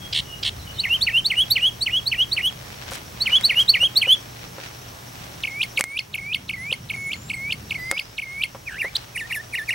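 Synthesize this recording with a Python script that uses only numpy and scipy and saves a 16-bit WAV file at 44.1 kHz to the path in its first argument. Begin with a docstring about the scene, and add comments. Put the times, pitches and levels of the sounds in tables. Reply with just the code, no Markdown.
"""Chimney top in town: a mockingbird gives two buzzes, phrases of three notes and a faint tail, held whistles with
hooks and peaks, then a trill with a faint rattle under it, a chip and warbles; gliding oscillators, or pulses
rung in a throat, make them. Shaped noise makes air, rumble, far engine and insects; sines make a hum, a thin tone
and far whistles. Hands rustle, crackle and knock on the camera (noise and damped sines); its gain control ducks
on high peaks."""
import sys
import numpy as np
from scipy import signal
from scipy.io import wavfile
from scipy.ndimage import uniform_filter1d

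SR = 44100
rng = np.random.default_rng(int(sys.argv[2]) if len(sys.argv) > 2 else 0)


def wav_record(signal):
    """Record a signal, one row per channel, as 16-bit PCM in the file named by sys.argv[1]."""
    frames = np.transpose(np.atleast_2d(signal))
    bounded = np.clip(frames, -1, 1)
    # unit amplitude maps onto the largest positive 16-bit level
    quanta = np.round(bounded * 32767).astype(np.int16)
    wavfile.write(sys.argv[1], SR, quanta)


N = 429534


def amp(db):
    """Decibels to gain."""
    return 10 ** (np.asarray(db) / 20)


def rms_one(x):
    """Scale to rms 1."""
    return x / np.sqrt(np.mean(x ** 2) + 1e-20)


def curve(rows, outside=None):
    """Columns of a time table, interpolated at each sample."""
    s, *columns = np.transpose(rows)
    return [np.interp(np.arange(N) / SR, s, c, outside, outside) for c in columns]


def at_hz(points, hz):
    """Read a table on a log-frequency axis."""
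    table_hz, values = np.array(points).T
    return np.interp(np.log(hz), np.log(table_hz), values)


def span(s, length_s):
    """Sample indices of an event."""
    return np.arange(round(s * SR), round((s + length_s) * SR))


def drift(corner_hz):
    """Rms-1 noise through two equal poles, run at SR / 20 and interpolated."""
    r = np.exp(-40 * np.pi * corner_hz / SR)
    white = rng.standard_normal(N // 20 + 4002)
    slow = signal.lfilter([1], [1, -2 * r, r * r], white)[4000:]
    return np.interp(np.arange(N) / 20, np.arange(len(slow)), rms_one(slow))


def filtered(x, order, hz, kind):
    """Butterworth filter."""
    return signal.sosfilt(signal.butter(order, hz, kind, fs=SR, output="sos"), x)


def ring(x, hz, t60_s):
    """Two-pole resonance: a unit click rings as a damped sine of height 1."""
    r, w = amp(-60 / (t60_s * SR)), 2 * np.pi * hz / SR
    return signal.lfilter([0, np.sin(w)], [1, -2 * r * np.cos(w), r * r], x + 1e-18)


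def ring_twice(x, hz, t60_s):
    """Steeper resonance, rms 1."""
    return rms_one(ring(ring(x, hz, t60_s), hz, t60_s))


def banded_noise(spectrum, patchy_db):
    """Half-octave bands of stereo noise, each with its own level, flicker and L-R likeness; rms 1."""
    # f/Hz, L-R likeness (1 same, -1 opposite)
    likeness = [(120, 0.98), (600, -0.044), (1400, -0.4), (4400, 1)]
    out, white = 0, rng.standard_normal((2, 2, N))
    octaves = np.log2(spectrum[-1][0] / spectrum[0][0])
    edges = spectrum[0][0] * 2 ** np.arange(0, octaves + .5, .5)
    for k, (low, high) in enumerate(zip(edges, np.minimum(edges[1:], .45 * SR))):
        mid, side = filtered(white[k % 2], 2, [low, high], "band")
        centre_hz = np.sqrt(low * high)
        alike = np.clip(at_hz(likeness, centre_hz), -1, 1)
        gain = amp(at_hz(spectrum, centre_hz) + patchy_db * drift(6.0))
        out = out + gain * (np.sqrt(1 + alike) * mid + np.sqrt(1 - alike) * side * [[1], [-1]])
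    return rms_one(out)


def air_hiss():
    """Broadband noise falling towards the treble."""
    # f/Hz, relative density/dB
    air_spectrum = [(220, -3.5), (900, -5), (2500, -12), (6500, -18.5), (16000, -22.5)]
    return amp(-42.0) * banded_noise(air_spectrum, patchy_db=0.5)


def traffic_rumble():
    """Patchy low noise under a slow level curve."""
    # f/Hz, relative density/dB
    low_spectrum = [(25, -12.5), (60, -0.5), (180, -4), (260, -26.5)]
    # t/s, level/dB
    rumble_level = [(0, -42), (1.1, -41.5), (4.3, -46), (6, -48), (8.5, -43), (9.7, -47)]
    return amp(curve(rumble_level)[0]) * banded_noise(low_spectrum, patchy_db=2.5)


def far_engine():
    """Noise in 70-190 Hz swells and fades."""
    # t/s, level/dB
    passing_level = [(5.8, -52), (6.3, -38.5), (7.7, -39.5), (8.1, -53)]
    return amp(curve(passing_level)[0]) * rms_one(filtered(rng.standard_normal(N), 2, [70, 190], "band"))


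def hum():
    """119 Hz sine, wavering in level and phase."""
    phase = 2 * np.pi * 119 * np.arange(N) / SR + drift(1.7)
    return amp(-44.5 + 0.69 * drift(3.4)) * np.sin(phase)


def insects():
    """Partly shared stereo noise in a narrow resonance, flickering."""
    noise = rng.standard_normal(N) + 1.25 * rng.standard_normal((2, N))
    return amp(-51 + 2.2 * drift(23)) * ring_twice(noise, 5696, 0.003)


def thin_tone():
    """Steady 15735 Hz sine."""
    return amp(-57.0) * np.sin(2 * np.pi * 15735 * np.arange(N) / SR)


def rustle():
    """Fingers rub the case: sparse random grains, band-passed, stereo."""
    # t/s, level/dB
    rustle_level = [(2.5, -47), (2.62, -38), (3.12, -42.5), (3.3, -35.5), (3.6, -39.5), (4.6, -46)]
    grains_per_s = 1500
    hits = rng.random((2, N)) < grains_per_s / SR
    grains = hits * amp(4.0 * np.minimum(rng.exponential(1, (2, N)), 5))
    rubbed = filtered(grains * rng.choice([-1, 1], (2, N)), 2, [450, 3800], "band")
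    return amp(curve(rustle_level)[0]) * rms_one(amp(3.75 * drift(7.3)) * rubbed)


def far_whistles():
    """Thin whistles and a far bird's chirps: faint wavering sines that swell and fade."""
    # thin whistles: t/s, length/s, from f/Hz, to f/Hz, level/dB
    thin = [(0.001, 0.061, 3280, 3300, -45), (.24, 0.13, 2930, 2860, -44), (.655, 0.065, 3150, 2620, -49),
            (.76, 0.08, 3130, 2700, -45), (6.9, 0.38, 6440, 7240, -52.5), (7.19, 0.21, 7000, 8400, -52),
            (7.74, 0.37, 4730, 5160, -49)]
    # far bird: t/s, level/dB
    chirps = [(.585, -49), (.732, -49), (4.712, -58)]
    chirp_s, chirp_from_hz, chirp_to_hz = 0.042, 4550, 3320
    rows = thin + [(s, chirp_s, chirp_from_hz, chirp_to_hz, db) for s, db in chirps]
    out, waver, flicker = np.zeros(N), drift(53), amp(5.5 * drift(84))
    for s, length_s, from_hz, to_hz, level_db in rows:
        at = span(s, length_s)
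        u = np.clip((at / SR - s) / length_s, 0, 1)
        hz = (from_hz + (to_hz - from_hz) * u) * (1 + 0.007 * waver[at])
        swell = np.sqrt(2 * np.sin(np.pi * u)) * amp(level_db)
        out[at] += swell * flicker[at] * np.sin(2 * np.pi * np.cumsum(hz) / SR)
    return out


def yard(x, t60_s):
    """Roofs and walls return a decaying scatter of dull echoes, different on each side."""
    t = np.arange(round(.3 * SR)) / SR
    scatter = rng.standard_normal((2, len(t))) * amp(-60 * t / t60_s) * (t > .012)
    scatter = scatter / np.sqrt(np.sum(scatter ** 2) / 2)
    dull = filtered(x + 1e-18, 2, 5500, "low")
    return signal.fftconvolve(dull[None], scatter, axes=1)[:, :N]


def buzzes():
    """Pulses whose rate and strength swing about 75 times a second, partly noisy, ring in the throat."""
    # t/s, length/s, level/dB
    buzz_rows = [(.125, 0.084, -20.5), (0.427, 0.073, -21.5)]
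    rate_jitter, roughness, unevenness_rad = .022, .4, .15
    first_throb_s, body_after_s, edge_s, throb_db = .015, 0.013, 0.012, 2.5
    out, jitter, noise, uneven = np.zeros(N), drift(213), rng.standard_normal(N), drift(28)
    for s, length_s, level_db in buzz_rows:
        at = span(s, length_s)
        t = at / SR - s
        hz = np.where(t < first_throb_s, 740., 1010.)   # lower first throb
        swing = 2 * np.pi * 75 * t + unevenness_rad * uneven[at]
        turns = np.cumsum(hz * (1 + 0.13 * np.sin(swing - 2.05) + rate_jitter * jitter[at])) / SR
        pulses = sum(np.cos(2 * np.pi * k * turns) for k in range(1, 11))
        pulses = pulses * (1 + roughness * noise[at])
        throat = rms_one(ring(ring(pulses, 3090, 0.0048), 4030, 0.0046))
        throat = throat + 0.11 * rms_one(ring(pulses, 8650, 0.00084))
        # beak starts wide open
        throat = throat + 0.84 * np.exp(-t / 0.02) * ring_twice(pulses, 4820, 0.0036)
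        first = 0.78 * np.sin(np.pi * np.clip(t / first_throb_s, 0, 1))
        body = np.clip(np.minimum(t - body_after_s, length_s - t) / edge_s, 0, 1)
        body = body * amp(throb_db * np.sin(swing + 2.8))
        out[at] = amp(level_db) * (first + body) * rms_one(throat)
    return filtered(out + 1e-18, 4, 1650, "high")


def notes():
    """Spell the song out as (kind, t/s, length/s, from f/Hz, to f/Hz, level/dB[, lateness])."""
    # phrases: t/s, wait until slur/s, length/s, rise from f/Hz, rise lateness [power], rise level/dB,
    # slur f/Hz, slur level/dB
    phrases = [(0.783, 0.11, 0.19, 3750, 2.4, -16, 2903, -18),
               (1.009, 0.12, 0.2, 3207, .75, -11.5, 2880, -17.5),
               (1.244, .118, 0.2, 3460, 1.05, -12, 3086, -17),
               (1.502, 0.11, .198, 3630, 1.05, -10.5, 3060, -17.5),
               (1.808, 0.11, .196, 3740, 1.05, -15, 3075, -20),
               (2.058, 0.12, 0.19, 3700, .95, -15, 3035, -18),
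               (2.313, 0.11, 0.19, 3620, .95, -14.5, 3073, -20.5),
               (3.203, .113, .186, 3850, 1.2, -14, 3123, -14),
               (3.434, 0.12, 0.2, 3680, .9, -8, 3030, -15.5),
               (3.679, 0.12, 0.2, 3540, .65, -6.5, 3015, -16), (3.956, 0.12, 0.2, 3616, .9, -8, 3183, -13)]
    # held whistles: t/s, grace end after t/s, peak after t/s, hold from f/Hz, hold to f/Hz,
    # hook, hold and peak level/dB
    held = [(5.425, 0.067, .17, 2140, 2300, -22, -32, -24),
            (5.762, 0.071, .192, 2130, 2280, -18.5, -28.5, -23.5),
            (6.13, 0.074, 0.18, 2170, 2404, -18.5, -27.5, -22),
            (6.481, 0.078, 0.21, 1970, 2353, -19, -28.5, -24.5),
            (6.887, .07, .21, 2210, 2150, -21.5, -27, -27.5),
            (7.287, .069, .2, 2130, 2270, -21.5, -27, -26),
            (7.696, .074, .261, 1993, 2175, -20.5, -29, -24.5),
            (8.17, 0.076, 0.23, 2128, 2210, -19.5, -29.5, -22.5)]
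    # t/s, length/s, centre f/Hz, level/dB
    trill_row = (8.655, .24, 2152, -24.5)
    # t/s, length/s, centre f/Hz, level/dB
    chip_row = (8.951, .024, 3830, -14.5)
    # t/s, length/s, from f/Hz, to f/Hz, level/dB
    rattle_row = (8.695, .075, 2550, 2950, -43)
    # t/s, centre f/Hz, level/dB
    warbles = [(9.144, 2070, -26.5), (9.293, 2024, -24), (9.522, 2030, -25), (9.674, 2013, -22.5)]
    warble_s = .12
    rise_share, dip_at, tail_at = .455, .475, .72   # shares of the wait
    rise_top_hz, dip_s, tail_s = 4615, .042, 0.03
    dip_pitch, tail_pitch, tail_spread = .82, 0.77, .05   # re slur pitch; tail varies by phrase
    dip_base_db, dip_follows, tail_under_db = -14, 0.34, 8   # dip follows a share of the rise's dB
    hook_s, hook_hz = .033, 2522
    grace_after_s, grace_hz, grace_under_db = .045, 2300, 2.5
    break_s, peak_s, peak_lift, peak_hz = .004, .063, 1.1, 2586   # lift re the hold's last pitch

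    out = []
    for kind, (s, length_s, hz, db) in (("trill", trill_row), ("chip", chip_row)):
        out += [(kind, s, length_s, hz, hz, db)]
    out += [("rattle", *rattle_row)]
    out += [("warble", s, warble_s, hz, hz, db) for s, hz, db in warbles]
    for s, wait, length_s, rise_hz, lateness, rise_db, hz, db in phrases:
        dip_hz = dip_pitch * hz
        tail_hz = tail_pitch * hz * (1 + tail_spread * rng.uniform(-1.04, 1))
        dip_db = dip_base_db + dip_follows * rise_db
        out += [("rise", s, rise_share * wait, rise_hz, rise_top_hz, rise_db, lateness),
                ("dip", s + dip_at * wait, dip_s, dip_hz, dip_hz, dip_db),
                ("tail", s + tail_at * wait, tail_s, tail_hz, tail_hz, dip_db - tail_under_db),
                ("slur", s + wait, length_s - wait, hz, hz, db)]
    for s, graced, wait, from_hz, to_hz, hook_db, hold_db, peak_db in held:
        grace_s, hold_s = graced - grace_after_s, wait - graced - break_s
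        out += [("hook", s, hook_s, hook_hz, hook_hz, hook_db),
                ("grace", s + grace_after_s, grace_s, grace_hz, grace_hz, hook_db - grace_under_db),
                ("hold", s + graced + break_s, hold_s, from_hz, to_hz, hold_db),
                ("peak", s + wait, peak_s, peak_lift * to_hz, peak_hz, peak_db)]
    return out


def note_tracks(quaver):
    """Notes set the main side's pitch and level; tail and rattle sound on the syrinx's other side."""
    # by kind: share of note, offset/semitones, level/dB
    shapes = { "rise": [(0, -.1, -21.5), (.18, -.4, -6.5), (.38, 0.02, -1.4), (.64, -0.24, -12),
              (1, -1.67, -29.5)], "dip": [(0, 0.07, -10.5), (.17, 4, 0.5), (.47, -1.93, 0), (.72, -4.5, -9),
              (1, -4.5, -19.5)], "tail": [(0, 4.5, -8), (.3, -0.4, -0.5), (.6, 0.1, -4), (.85, 0, -6),
              (1, 4, -6)], "slur": [(0, -2, -15), (.22, -1, 0), (.45, -.5, 2.5), (.7, 1.55, 2.5),
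              (.9, 1.03, -5.5), (1, -3.5, -25.5)], "hook": [(0, 6, -20.5), (.24, 10, -17.5),
              (.42, 1.5, 4.5), (.58, -2.5, -2), (.8, -2, 1), (1, 3, -6)], "grace": [(0, 6.5, -14),
              (.2, 1.5, -3), (.42, -1.3, -1.6), (.85, -0.6, -4), (1, 0.1, -13)], "hold": [(0, 1.2, -9),
              (.1, -.1, -3), (1, .3, 2.5)], "peak": [(0, -1.16, -7), (.26, -0.65, 5), (.38, 3, 4.5),
              (.5, 10, -12), (.59, 2.5, 15), (.66, -2, -3.5), (.8, -3.5, -2.5), (1, -2.2, -10)],
              "trill": [(0, 3.5, -27), (.1, 2, 2), (.2, -4.5, -9.5), (.38, -6, -8.5), (.49, -2.5, -8.5),
              (.6, 4.5, -1), (.65, 4, 5.5), (.69, -0.2, 3.5), (.76, -3.5, -2.5), (.82, -1.5, 3.5),
              (1, 2, -12)], "chip": [(0.0, -2, -13), (0.27, 2, 4.5), (0.47, -5, -14), (0.64, 2.3, -0.5),
              (1.0, 9, -26)], "warble": [(0, 4.5, -21.5), (.15, 2, 3.5), (.24, -2.5, 1), (.28, 5, 4),
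              (.38, 6.5, -3.5), (.58, -2, 0.2), (.76, -3, -5), (1, -1.5, -9.5)], }
    # by kind: overtone level re main tone/dB
    overtones = {"rise": -22, "dip": -37, "chip": -20, "warble": -25}
    other_overtones_db = -30.5
    rise_reach, hold_lateness = .53, 1.7   # share of note where a rise tops out; power of hold glide
    hz, gain, edge, thrown, other = np.zeros((5, N))
    shaky = drift(96)   # other side: unsteady level, and pitch by about a semitone
    for kind, s, length_s, from_hz, to_hz, level_db, *lateness in notes():
        share, semitones, swell_db = np.transpose(shapes["hold" if kind == "rattle" else kind])
        at = np.arange(round(s * SR), min(round((s + length_s) * SR), N))
        u = (at / SR - s) / length_s
        reached = u
        if kind == "rise":
            reached = np.clip(u / rise_reach, 0, 1) ** lateness[0]
        elif kind == "hold":
            reached = np.abs(u) ** hold_lateness
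        glide = (from_hz + (to_hz - from_hz) * reached) * 2 ** (np.interp(u, share, semitones) / 12)
        swell = amp(level_db + np.interp(u, share, swell_db))
        if kind in ("tail", "rattle"):
            shaken = glide * 2 ** ((quaver[at] + shaky[at - 300]) / 12)
            other[at] = swell * amp(3.0 * shaky[at]) * np.sin(2 * np.pi * np.cumsum(shaken) / SR)
            continue
        hz[at], gain[at] = glide, swell
        edge[at] = amp(overtones.get(kind, other_overtones_db))
        thrown[at] = 1 if kind == "peak" else .35   # the peak is flung down hardest
    return hz, gain, edge, thrown, other


def song(waver, rasp):
    """One gliding near-sine syrinx oscillator; slack membranes swing unevenly after fast falls."""
    # t/s, quaver depth/semitones
    quaver_depth = [(8.68, 0.091), (8.70, 1.45), (8.765, 1.3), (8.785, .1), (8.81, 0.11), (8.82, 2.2),
                    (8.85, 0.63)]
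    # overtone colour: f/Hz, level/dB
    beak = [(4000, 1), (6500, -9), (10500, 2.5), (16000, -16.5)]
    unsteady_db, slack_db = 1.1, .07   # level flutter; extra per unit of slack
    quaver_phase = 2 * np.pi * 82 * np.arange(N) / SR + drift(30.6) - 1.1
    quaver = curve(quaver_depth, outside=0)[0] * np.sin(quaver_phase)
    hz, gain, edge, thrown, other = note_tracks(quaver)
    sung = np.flatnonzero(hz)
    hz = uniform_filter1d(np.interp(np.arange(N), sung, hz[sung]), size=130)

    falling = np.clip(-np.gradient(np.log2(hz)) * SR, 0, 90) * thrown   # weighted octaves/s
    slack = signal.lfilter([.0014], [1, -.9986], falling)
    boost_db = 0.83 * slack * np.clip((2800 - hz) / 400, 0, 1)   # only low notes

    hz = hz * 2 ** (quaver / 12)
    phase = 2 * np.pi * np.cumsum(hz * (1 + waver * drift(58.5))) / SR
    # phase jitter roughens the louder notes
    phase = phase + rasp * np.sqrt(gain) * rms_one(np.diff(drift(600), prepend=0))

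    out = np.sin(phase) + edge * amp(boost_db + 3.0 * drift(13.5)) * np.sin(2 * phase)
    # voice breaks in the peak: partial at 3/2 of the pitch
    broken = amp(boost_db - 14 + 5 * drift(89)) * (thrown == 1)
    out += edge * broken * np.sin(3 * phase / 2)
    for k in range(3, 8):   # higher overtones come and go
        high_hz = k * hz[sung]
        colour_db = at_hz(beak, high_hz) + 5.97 * drift(13.5)[sung] + 0.43 * boost_db[sung]
        in_band = high_hz < .45 * SR
        out[sung] += edge[sung] * amp(colour_db) * in_band * np.sin(k * phase[sung])
    # level quaver leads pitch quaver by 80 samples
    throb_db = (unsteady_db + slack_db * slack) * drift(118) + 2.5 * np.roll(quaver, -80)
    return np.sqrt(2) * amp(throb_db) * (uniform_filter1d(gain, size=80) * out + other)


def crackle():
    """Bright crackle of fingers: random ticks over faint noise, 3-11 kHz, gated."""
    # t/s, length/s, level/dB
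    crackles = [(2.91, 0.05, -39), (3.592, 0.043, -35.5), (5.791, .009, -30)]
    t, ticks_per_s = np.arange(N) / SR, 500
    ticks = (rng.random(N) < ticks_per_s / SR) * rng.standard_normal(N)
    ticks = ticks + 0.087 * rng.standard_normal(N)
    spells = sum(amp(db) * (np.abs(t - s - length_s / 2) < length_s / 2) for s, length_s, db in crackles)
    return spells * rms_one(filtered(ticks, 2, [3000, 11000], "band"))


def knocks():
    """Dull knocks: the hollow body rings at 540 Hz with a puff of noise."""
    # t/s, level/dB
    knock_rows = [(2.918, -27.5), (3.828, -27), (4.071, -27), (4.582, -28.5), (5.793, -22.5), (6.72, -26),
                  (7.922, -19), (8.548, -25.5), (8.845, -24.5)]
    out, t = np.zeros(N), np.arange(round(.03 * SR)) / SR
    for (s, level_db), puff in zip(knock_rows, rng.standard_normal((len(knock_rows), len(t)))):
        dull = filtered(puff, 2, [260, 1400], "band")
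        body = 0.8 * np.sin(2 * np.pi * 540 * t) + 2.7 * dull
        out[round(s * SR):][:len(t)] += amp(level_db - 60 * t / 0.072) * body
    return out


def clicks():
    """Sharp clicks excite the case's damped modes, each leaving a short bright splash of noise."""
    # t/s, level/dB
    click_rows = [(2.978, -18.5), (3.411, -10.5), (5.8095, 8.5), (5.84, 3.5), (7.9136, 7.5)]
    # case modes: f/Hz, level/dB, t60/s
    case_modes = [(2140, -8, 0.013), (4730, -1.5, 0.00068), (7950, -3.5, 0.0015)]
    strikes = np.zeros(N)
    strikes[[round(s * SR) for s, db in click_rows]] = amp([db for s, db in click_rows])
    struck = sum(amp(db) * ring(strikes, hz, t60_s) for hz, db, t60_s in case_modes) / 2
    fading = signal.lfilter([1], [1, -amp(-60 / (0.025 * SR))], strikes + 1e-18)
    splash = filtered(fading * rng.standard_normal(N), 2, [3000, 11000], "band")
    return struck + amp(-22.5) * splash


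def scene():
    """Bird a little to the right, with echoes, over background and handling."""
    bird = song(waver=0.002056, rasp=0.068) + buzzes()
    far = far_whistles()
    echoes = amp(-19.0) * yard(bird + amp(24) * far, t60_s=0.21)
    background = air_hiss() + traffic_rumble() + far_engine() + hum() + insects() + thin_tone()
    handling = rustle() + crackle() + knocks() + clicks()
    return bird * amp([[-.6], [.6]]) + echoes + far + handling + background


def record(dry):
    """Gain ducks on peaks above -1 dB full scale and creeps back; overloads clip; the top is cut."""
    creep_db = 2.1 * np.arange(N) / SR   # recovery 2.1 dB/s
    over_db = np.maximum(20 * np.log10(np.abs(dry).max(axis=0) + 1e-9) + 1, 0)
    duck_db = np.maximum.accumulate(over_db + creep_db) - creep_db
    duck_db = signal.lfilter([.01], [1, -.99], duck_db)   # attack lags about 100 samples
    cut = signal.ellip(10, .5, 60, 15900, fs=SR, output="sos")
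    return signal.sosfilt(cut, np.clip(dry * amp(-duck_db), -1, 1))


dry = scene()
out = record(dry)
wav_record(out)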